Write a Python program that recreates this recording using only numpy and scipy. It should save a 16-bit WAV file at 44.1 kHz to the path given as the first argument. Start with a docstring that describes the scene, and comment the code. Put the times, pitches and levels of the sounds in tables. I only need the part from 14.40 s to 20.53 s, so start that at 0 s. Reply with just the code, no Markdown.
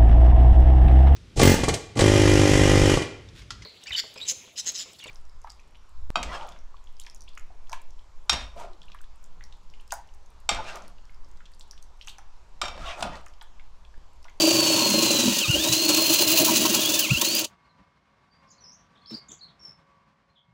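"""First a cordless drill drives a stepped bit through a steel van roof: its gears whine as wavering mesh
tones, the cut grinds as noise made of chips, and the panel booms through resonances struck by the flutes.
It stalls twice as a step snags, near 1.1 s and 2.7 s, then stops at 3.06 s. Afterwards the bit is twisted
free with thumps of decaying-pitch-free sine bursts and scrapes of noise, while a songbird sings in gliding
sine notes. A distant wash of traffic, shaped noise with thin tones, lies under it all."""
import sys
import numpy as np
from scipy import signal
from scipy.fft import rfft, irfft
from scipy.io import wavfile
from scipy.ndimage import uniform_filter1d

SR = 44100
rng = np.random.default_rng(int(sys.argv[2]) if len(sys.argv) > 2 else 0)


def pcm_store(signal):
    """Save signal as 16-bit PCM."""
    levels = np.round(np.clip(np.atleast_2d(signal), -1, 1) * 32767)
    wavfile.write(sys.argv[1], SR, levels.astype(np.int16).T)


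N = 270333

# Colour of the distant traffic. Each row: frequency in Hz, relative level in dB per Hz.
TRAFFIC_SPECTRUM = [(25, -35), (49, -3), (117, -6), (170, 0), (326, -14.5), (560, -14.5), (780, -12),
                    (1050, -12.5), (1350, -13.5), (2200, -17.5), (2800, -22), (5000, -27), (8000, -39),
                    (16000, -59.5)]
# Thin far tones. Each row: frequency in Hz, mean peak level in dB against the wash.
FAR_TONES = [(549.1, -14.5), (694.4, -17), (952.8, -13.5), (990.5, -12), (1061, -11), (1098, -18.5),
             (1136, -7.5), (1174, -12), (1540, -15), (1830, -22), (2159, -13.5)]
# Slow fader of the traffic. Each row: time in seconds, mean level in dB.
TRAFFIC_LEVEL = [(3.2, -62.5), (3.62, -66), (4.24, -63), (4.91, -62), (5.39, -62), (5.7, -66), (6.13, -71)]
# Bird notes. Each row: start in seconds, length in seconds, start, middle and end pitch in Hz,
# mean peak level in dB, buzz depth in Hz.
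BIRD_NOTES = [(3.239, 0.03, 4280, 4330, 4190, -75, 100), (3.29, 0.025, 4260, 4150, 3900, -64, 100.6),
              (3.894, 0.1, 4470, 4730, 4690, -67.5, 58.2), (4.064, .09, 5290, 5100, 5200, -64, 497),
              (4.087, .012, 5990, 6800, 7450, -67, 80), (4.102, 0.021, 7500, 6500, 5860, -51.5, 60.3),
              (4.12, 0.044, 3950, 4170, 4130, -66, 60), (4.177, 0.022, 4730, 4340, 3800, -59, 100),
              (4.201, 0.039, 6020, 5840, 6140, -55.5, 40), (4.233, 0.033, 5940, 5260, 5240, -49, 150),
              (4.258, 0.058, 5300, 5490, 5350, -51.5, 350), (4.315, 0.03, 5330, 6000, 5230, -51, 352),
              (4.334, 0.026, 5500, 6300, 5520, -56, 451), (4.37, 0.06, 5800, 5800, 6200, -65, 351),
              (4.417, .02, 3810, 3390, 3020, -75, 80), (4.447, 0.013, 3900, 3475, 2990, -72, 79.2),
              (4.552, 0.017, 3850, 3480, 3030, -62, 60.4), (4.572, .015, 4450, 3770, 3200, -60, 60),
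              (4.614, 0.014, 4080, 4280, 4400, -62, 60.3), (4.618, 0.08, 3440, 3300, 3340, -65, 150),
              (4.658, 0.0071, 3700, 4600, 5300, -46.5, 60), (4.661, 0.071, 5280, 5280, 5380, -45.5, 59.3),
              (4.695, 0.01, 5140, 4340, 3580, -44, 60), (4.705, 0.074, 5100, 4900, 5050, -50, 493),
              (4.718, 0.032, 3590, 4180, 4870, -46, 60), (4.74, 0.016, 3750, 4850, 3700, -34.5, 60),
              (4.792, 0.03, 4710, 4740, 4700, -58, 251), (4.883, 0.0148, 5880, 7000, 7400, -46, 60),
              (4.903, 0.019, 7500, 7600, 7600, -56, 100), (4.917, 0.0062, 5730, 6650, 7560, -39, 60),
              (4.885, 0.049, 3600, 3380, 3520, -55, 250), (4.989, 0.016, 4180, 4760, 3790, -57, 60.6),
              (5.005, .04, 3710, 4330, 4090, -45.5, 60), (5.037, 0.011, 4360, 4270, 3680, -43.5, 60.3),
              (5.083, .016, 3070, 3700, 4400, -58.5, 30), (5.092, 0.016, 4440, 3880, 2930, -62, 30),
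              (5.192, 0.015, 5570, 5400, 5800, -54.5, 99.3), (5.201, 0.11, 5510, 5390, 5200, -44, 40.3),
              (5.892, 0.028, 3980, 4170, 4120, -72, 59.4), (5.948, 0.074, 3610, 3350, 3520, -62, 250)]
# The panel pops or is bumped. Each row: start in seconds, level in dB, length in seconds, pitch in Hz.
THUMPS = [(1.081, -19, 0.032, 118), (1.108, -37.5, 0.13, 62.4), (1.28, -30.5, 0.068, 123.5),
          (2.702, -16.5, 0.04, 130.5), (2.725, -36, 0.066, 70.6), (3.38, -57, 0.053, 200),
          (4.71, -37, 0.052, 225), (4.885, -54.5, 0.043, 202), (5.27, -60, 0.044, 151),
          (6.07, -61.5, 0.076, 123.3)]
# The stuck bit scrapes in its hole. Each row: start in seconds, level at the start of its fade in dB,
# length in seconds.
SCRAPES = [(4.705, -45, 0.016), (4.709, -50.5, 0.1), (4.898, -56.5, 0.066), (5.214, -60.5, 0.13)]

# Mix of the roof panel. Each row: time in seconds, boom in dB, low flex in dB, rattle in dB.
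ROOF_LEVELS = [(0.0, -24, -57, -41.5), (0.3, -24, -45.5, -36), (0.45, -29, -42, -34),
               (0.48, -27.5, -29, -38), (0.71, -25.5, -35, -39), (0.85, -30.5, -26.5, -38.5),
               (1.06, -40, -46, -46.5), (1.2, -33, -47.5, -48.5), (1.5, -30.5, -52.5, -44),
               (2.0, -30, -46, -41), (2.2, -31, -29.5, -47), (2.5, -30.5, -43, -43), (2.75, -41, -48, -52),
               (2.85, -35.5, -41, -49), (3.06, -36, -48.5, -47.5)]
# The bit jerks and the panel rings out. Each row: time in seconds, boom swell in dB, rattle swell in dB.
JOLTS = [(1.162, 10.5, -14), (1.262, 6.5, 8), (1.502, 8.5, 11.5), (1.588, 5, 10), (1.71, 2.5, 8.5),
         (1.82, 7.5, 5.5), (1.945, 6, -1), (2.018, 13, -3), (2.09, 2, 18), (2.125, 5.5, 2.5),
         (2.224, 7.5, -7.5), (2.26, 2, 17.5), (2.355, 1.5, 12.5), (2.821, 3.5, 14)]
# How regular the knocking is. Each row: time in seconds, share from 0 to 1.
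STEADINESS = [(0, .93), (1, .9), (1.1, .6)]
# Slow flexing of the sheet. Each row: mode in Hz, pole width in Hz, relative level in dB.
FLEX_MODES = [(114, 27, -16), (163.5, 24, -8), (233, 89, 13.5)]
# Chatter of the sheet. Each row: mode in Hz, pole width in Hz, relative level in dB.
RATTLE_MODES = [(898, 100, -3), (950, 63, 1), (1069, 50, 3.5), (1316, 79, -7.5), (1540, 67, -9.5)]
# The panel's second mode. Each row: time in seconds, centre in Hz, level in dB against the low mode.
SECOND_MODE = [(0, 604, -6.5), (1.0, 558, -5), (1.15, 600, -7.5), (2.1, 614, -8.5), (3.06, 586, -5)]
# Wide shudder of the van body. Each row: frequency in Hz, relative level in dB per Hz.
RUMBLE_SPECTRUM = [(30, -40.5), (60, -17), (120, -1.5), (450, -8.5), (900, -10), (1500, -22)]

# The cut goes quiet in each stall. Each row: time in seconds, grinding in dB, swarf sizzle above it in dB.
CUT_LEVELS = [(0.0, -21.5, -16), (1.0, -23, -11), (1.04, -27.5, -15), (1.3, -25.5, -10), (1.48, -24, -10),
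              (1.62, -22, -5.5), (1.98, -20, -2), (2.46, -24, -7.5), (2.61, -26.5, -2.5),
              (2.67, -28.5, -13.5), (2.81, -27.5, -5), (3.0, -23, -7.5), (3.06, -33.5, -25.5)]
# Colour of the grinding. Each row: frequency in Hz, relative level in dB per Hz.
GRIND_SPECTRUM = [(700, -24), (1260, -17.5), (1580, -16.5), (2200, -17.5), (2400, -7), (2840, 0),
                  (3110, -4.5), (3550, -8), (4500, -2), (5400, -8), (6300, -2), (7400, -6), (9000, -15.5),
                  (12300, -20.5), (16000, -23)]
# Colour of the swarf sizzle. Each row: frequency in Hz, relative level in dB per Hz.
SIZZLE_SPECTRUM = [(9000, -18), (10500, -6), (12500, -21), (14000, -7.5), (15000, 2), (16000, -1)]
# Hardest catches of the edge. Each row: start in seconds, surge size in dB against a push of 1,
# fall time in seconds.
BITES = [(0.36, 2, 0.006), (0.621, -2, 0.019), (0.654, -3.5, 0.0087), (0.704, -4, 0.02),
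         (0.798, -4.5, 0.014), (0.979, -8, 0.026), (1.148, -6, 0.015), (1.235, 6.5, 0.01),
         (1.273, -3.5, 0.012), (1.322, 5.5, 0.026), (1.445, -6.5, 0.0098), (1.487, 4.5, 0.022),
         (1.544, 5, 0.01), (1.561, 2, 0.019), (1.688, -4, 0.023), (1.728, -2.5, 0.026), (1.787, -2, 0.012),
         (1.817, 3.5, 0.0061), (1.874, 0.5, 0.0097), (1.97, -4, 0.019), (2.043, -2, 0.02),
         (2.15, -0.5, 0.031), (2.253, 3.5, 0.0084), (2.293, -4.5, 0.014), (2.343, 3.5, 0.015),
         (2.492, -2.5, 0.017), (2.536, 0.5, 0.03), (2.589, 6, 0.016), (2.812, 15.5, 0.0077),
         (2.845, 3.5, 0.017), (3.042, 6.5, 0.015)]
# The edge skips free and the tearing dips. Each row: time in seconds, depth in dB.
LULLS = [(1.475, -4), (1.562, -5), (1.686, -7.5), (1.77, -3.5), (1.862, -10), (1.95, -10), (2.035, -8),
         (2.125, -3.5), (2.195, -4.5), (2.285, -3), (2.8, -2.5), (3.03, -8)]

# The gearbox sags under load, stalls twice with a rebound and hunts before the second stall.
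# Each row: time in seconds, mesh pitch in Hz, basic whine level in dB.
GEARS = [(0.0, 4705, -25.5), (0.77, 4028, -28), (0.99, 3735, -43), (1.04, 2566, -23), (1.065, 2351, -30.5),
         (1.085, 2622, -33.5), (1.11, 2956, -27.5), (1.14, 2763, -28.5), (1.17, 3131, -32),
         (1.23, 3641, -32), (1.38, 4196, -27.5), (1.48, 4330, -27.5), (1.7, 4192, -27), (2.05, 4122, -31.5),
         (2.13, 3950, -39), (2.34, 3773, -38.5), (2.39, 3227, -36), (2.43, 3674, -32), (2.45, 3190, -33),
         (2.49, 3580, -33), (2.51, 3350, -36), (2.54, 3560, -32), (2.59, 3501, -37.5), (2.64, 2815, -27.5),
         (2.675, 1990, -27), (2.69, 2080, -28), (2.718, 2868, -29), (2.76, 2652, -28.5), (2.8, 3338, -38.5),
         (2.86, 4115, -31), (2.97, 4890, -28.5), (3.05, 4676, -57)]
# Speed ripple at each stroke of a flute. Each row: time in seconds, share of the pitch.
STROKE_RIPPLE = [(0, .005), (1, .006), (1.2, .014), (2.1, .016), (2.4, .008), (3.06, .005)]

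JOLT_S, LULL_S = 0.022, 0.009  # half widths
LOW_MODE = (323, 45.2, 0)  # Hz, pole width Hz, dB
SECOND_WIDTH_HZ, SECOND_WANDER_HZ = 83, 14  # it wanders once the bit knocks irregularly
BITE_RISE_S = 0.0042
# Every stroke of a flute catches a little: size, random spread, fall time
STROKE_BITE_DB, STROKE_SPREAD_DB, STROKE_BITE_S = -20, 3.5, 0.014
TEETH_PER_STROKE = 172  # gear teeth that pass between two strokes of a flute
HALF_ORDER_DB = -50  # basic level of the tone at half the mesh pitch
UPPER_ORDER_DB = -11  # tone at 1.5 times the mesh pitch, against the whine
BAND_EDGE_HZ = 15850


def amp(db):
    """Decibels to linear gain."""
    return 10 ** (np.asarray(db) / 20)


def evened(x):
    """Brings a sound to rms 1."""
    return x / np.sqrt(np.mean(x ** 2) + 1e-20)


def curves(rows):
    """Every column of a table after the first, joined by straight lines in time."""
    s, *columns = np.transpose(rows)
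    return [np.interp(np.arange(N) / SR, s, column) for column in columns]


def humps(rows, width):
    """A bell of the given half width (to 1/e) at each row's time, for every dB column."""
    s, *columns = np.transpose(rows)
    t = np.arange(0, N, 32) / SR  # a coarse grid is enough for slow bells
    bells = np.exp(-((t - s[:, None]) / width) ** 2)
    return [np.interp(np.arange(N) / SR, t, db @ bells) for db in columns]


def drift(cutoff_hz):
    """Slow random wander of rms 1: noise below a cutoff."""
    return evened(signal.lfilter(*signal.butter(2, cutoff_hz, fs=SR), rng.standard_normal(N)))


def swell(length, rise):
    """Envelope with rounded ends; rise is the share of the length spent on them."""
    return signal.windows.tukey(max(round(length * SR), 8), np.clip(rise, 0, 1))


def add(mix, s, sound):
    """Lays a sound into the mix at a time in seconds."""
    part = mix[round(s * SR):][:len(sound)]
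    part += sound[:len(part)]


def coloured(x, points):
    """Shapes a sound by a spectrum, then brings it to rms 1."""
    hz, db = np.transpose(points)
    f = np.fft.rfftfreq(len(x), 1 / SR)
    gain = amp(np.interp(np.log(f + 1), np.log(hz), db, left=-70))
    return evened(irfft(rfft(x) * gain, len(x)))


def ring(x, modes):
    """Each mode shifts its pitch down to zero, smooths twice and shifts back: it swells, then dies."""
    out = np.zeros(N)
    for hz, width, db in modes:
        turn = np.exp(2j * np.pi * np.cumsum(hz * np.ones(N)) / SR)
        r = np.exp(-np.pi * width / SR)
        smooth = signal.lfilter([(1 - r) ** 2], [1, -2 * r, r * r], x / turn)
        out += amp(db) * (turn * smooth).real
    return evened(out)


def echoes(x, t60, start):
    """Sparse reflections of random sign from walls and hedges, decaying 60 dB in t60 seconds."""
    t = np.arange(SR // 2) / SR
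    signs = rng.choice([-1., 1.], len(t))
    sparse = rng.random(len(t)) < .05
    taps = signs * sparse * amp(-60 * t / t60) * (t > start)
    return signal.fftconvolve(x, taps / np.linalg.norm(taps))[:N]


def garden():
    """A far wash of traffic, shaped noise, with a few thin tones that come and go."""
    t = np.arange(N) / SR
    wash = coloured(rng.standard_normal(N), TRAFFIC_SPECTRUM)
    tones = np.zeros(N)
    for hz, db in FAR_TONES:
        tones += amp(db + 4 * drift(2)) * np.sin(2 * np.pi * hz * t + .8 * drift(3))
    return amp(curves(TRAFFIC_LEVEL)[0] + 1.7 * drift(11)) * (wash + tones)


def bird():
    """Whistled notes, each gliding through three pitches, some buzzy, with a faint octave."""
    out = np.zeros(N)
    buzz = np.tanh(drift(218))
    for s, length, *hz, db, depth_hz in BIRD_NOTES:
        shape = swell(length, 0.55)
        glide = np.polyval(np.polyfit([0, .5, 1], hz, 2), np.linspace(0, 1, len(shape)))
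        pitch = glide + depth_hz * buzz[round(s * SR):][:len(shape)]
        turn = 2 * np.pi * np.cumsum(pitch) / SR
        add(out, s, amp(db) * shape * (np.sin(turn) + amp(-35.5) * np.sin(2 * turn)))
    return out * amp(2.0 * drift(116))


def thumps():
    """Short low sounds of the panel: three inharmonic partials under one swell."""
    out = np.zeros(N)
    for s, db, length, hz in THUMPS:
        shape = swell(length, 0.55)
        turn = 2 * np.pi * hz * np.arange(len(shape)) / SR
        partials = np.sin(turn) + .5 * np.sin(1.42 * turn) + 0.26 * np.sin(0.61 * turn)
        add(out, s, amp(db) * shape * partials)
    return out


def scrapes():
    """The jammed bit rubs in its hole: brief slices of noise weighted to the lows."""
    out = np.zeros(N)
    rub_spectrum = [(300, 21.5), (1200, 6), (7000, 0), (10000, -17), (16000, -11)]  # Hz, dB per Hz
    rub = coloured(rng.standard_normal(N), rub_spectrum)
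    for s, db, length in SCRAPES:
        shape = swell(length, 0.49)
        shape *= np.linspace(1, .3, len(shape))  # each scrape dies away
        add(out, s, amp(db) * shape * rub[round(s * SR):][:len(shape)])
    return out


def strokes():
    """1 at each moment a flute of the bit comes round to the rim of the hole."""
    turns = np.cumsum(curves(GEARS)[0]) / SR / TEETH_PER_STROKE
    return np.diff(np.floor(turns), prepend=-1)


def knocking():
    """One blow at each stroke, of varying strength."""
    return evened(strokes() * amp(2.0 * drift(30)))


def roof(push):
    """Blows and chatter of the bit ring the modes of the sheet steel; low modes follow more loosely."""
    boom_db, flex_db, rattle_db = curves(ROOF_LEVELS)
    boom_swell_db, rattle_swell_db = humps(JOLTS, JOLT_S)
    steady = curves(STEADINESS)[0]
    blows = knocking()

    def excitation(share):
        """Regular blows mixed with noise at constant power."""
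        return share * blows + np.sqrt(1 - share ** 2) * rng.standard_normal(N)

    tight, loose = excitation(steady), excitation(0.59 * steady)
    second_hz, second_db = curves(SECOND_MODE)
    second_hz = second_hz + SECOND_WANDER_HZ * (1 - steady ** 2) * drift(12)
    second = ring(tight, [(second_hz, SECOND_WIDTH_HZ, 0)])
    boom = ring(loose, [LOW_MODE]) + amp(second_db) * second
    rumble = amp(-7.5) * coloured(rng.standard_normal(N), RUMBLE_SPECTRUM)
    flex = ring(loose, FLEX_MODES)
    chatter = np.sqrt(push) * rng.standard_normal(N)
    rattle = ring(chatter + .5 * tight, RATTLE_MODES)
    sheet = amp(boom_db + boom_swell_db) * (boom + rumble)
    sheet += amp(flex_db + 3.0 * drift(11)) * flex
    sheet += amp(rattle_db + rattle_swell_db) * rattle
    # thin sheet radiates no deep bass
    return signal.lfilter(*signal.butter(2, 95, "high", fs=SR), sheet)


def surge(fall_s):
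    """One catch of the edge: a quick straight rise under a bell-shaped fall."""
    t = np.arange(4000) / SR
    return np.minimum(t / BITE_RISE_S, 1) * np.exp(-(t / max(fall_s, .002)) ** 2)


def force():
    """How hard the edge tears: a restless push, small surges at strokes, others at bites, brief lulls."""
    sizes = strokes() * amp(STROKE_BITE_DB + STROKE_SPREAD_DB * drift(30))
    bites = signal.oaconvolve(sizes, surge(STROKE_BITE_S))[:N]
    for s, db, fall_s in BITES:
        add(bites, s, amp(db) * surge(fall_s))
    restless = 0.69 * amp(2.0 * drift(80))
    return (restless + bites) * amp(humps(LULLS, LULL_S)[0])


def cutting(push):
    """Steel tears in small chips; a bite brightens the sound more than it swells it."""
    grind_db, sizzle_db = curves(CUT_LEVELS)
    chip_sizes = amp(2.2 * np.minimum(rng.exponential(1, N), 4))
    chips = chip_sizes * (rng.random(N) < 6000 / SR)  # about 6000 chips a second
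    tear = rng.standard_normal(N) + 0.48 * evened(chips * rng.standard_normal(N))
    rasp = coloured(tear, GRIND_SPECTRUM)
    body = signal.filtfilt(*signal.butter(2, 4500, fs=SR), rasp)
    grind = push ** 0.55 * body + push * (rasp - body)  # the treble follows the push more closely
    flicker = amp(5.8 * drift(250))
    sizzle = amp(sizzle_db) * push ** 0.71 * flicker * coloured(tear, SIZZLE_SPECTRUM)
    return amp(grind_db) * (grind + sizzle)


def whine():
    """Gear mesh tones that sag under load and waver with each stroke of a flute."""
    hz, db = (uniform_filter1d(c, size=350) for c in curves(GEARS))  # rounds the corners over 8 ms
    stroke = 2 * np.pi * np.cumsum(hz) / SR / TEETH_PER_STROKE
    waver = .005 * drift(50) + curves(STROKE_RIPPLE)[0] * np.sin(stroke)
    turn = 2 * np.pi * np.cumsum(hz * (1 + waver)) / SR
    thin_db = np.clip((hz - 2500) / 40, -8, 0)  # the small housing radiates low pitches poorly
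    broken_db = np.clip(11 - hz / 400, 1.5, 5) * drift(45)  # a slow, strained mesh breaks up
    mesh = amp(db + thin_db + broken_db + 2 * drift(150)) * np.sin(turn)
    half_load_db = np.clip((3900 - hz) / 100, -3, 1)  # the half order is stronger at low pitch
    half_level = amp(HALF_ORDER_DB + half_load_db + 4 * drift(30))
    half = half_level * np.sin(turn / 2 + .4 * drift(60))
    laboured_db = np.clip((3000 - hz) / 100, -10, 0)  # the upper order grows as the motor labours
    upper = amp(db + UPPER_ORDER_DB + laboured_db + 4 * drift(20)) * np.sin(3 * turn / 2)
    return np.sqrt(2) * (mesh + half + upper)  # sine levels count as rms


def running():
    """1 while the trigger is held; the brake stops the chuck within 11 ms."""
    return np.clip((3.062 - np.arange(N) / SR) / 0.011, 0, 1)


def scene():
    """Garden, bird and loose knocks under the drill, with echoes on the drill and the bird."""
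    push = force()
    drill = (whine() + cutting(push) + roof(push)) * running()
    song = bird()
    near = drill + amp(-14) * echoes(drill, .1, .004)
    far = song + amp(-1.5) * echoes(song, .21, .006)
    return (near + thumps() + scrapes() + far + garden())[None]


def record(dry):
    """Removes everything above the band edge with a steep linear-phase lowpass."""
    lowpass = signal.firwin(511, BAND_EDGE_HZ, window=("kaiser", 9), fs=SR)
    return signal.oaconvolve(dry, lowpass[None], "same")


dry = scene()
out = record(dry)
pcm_store(out)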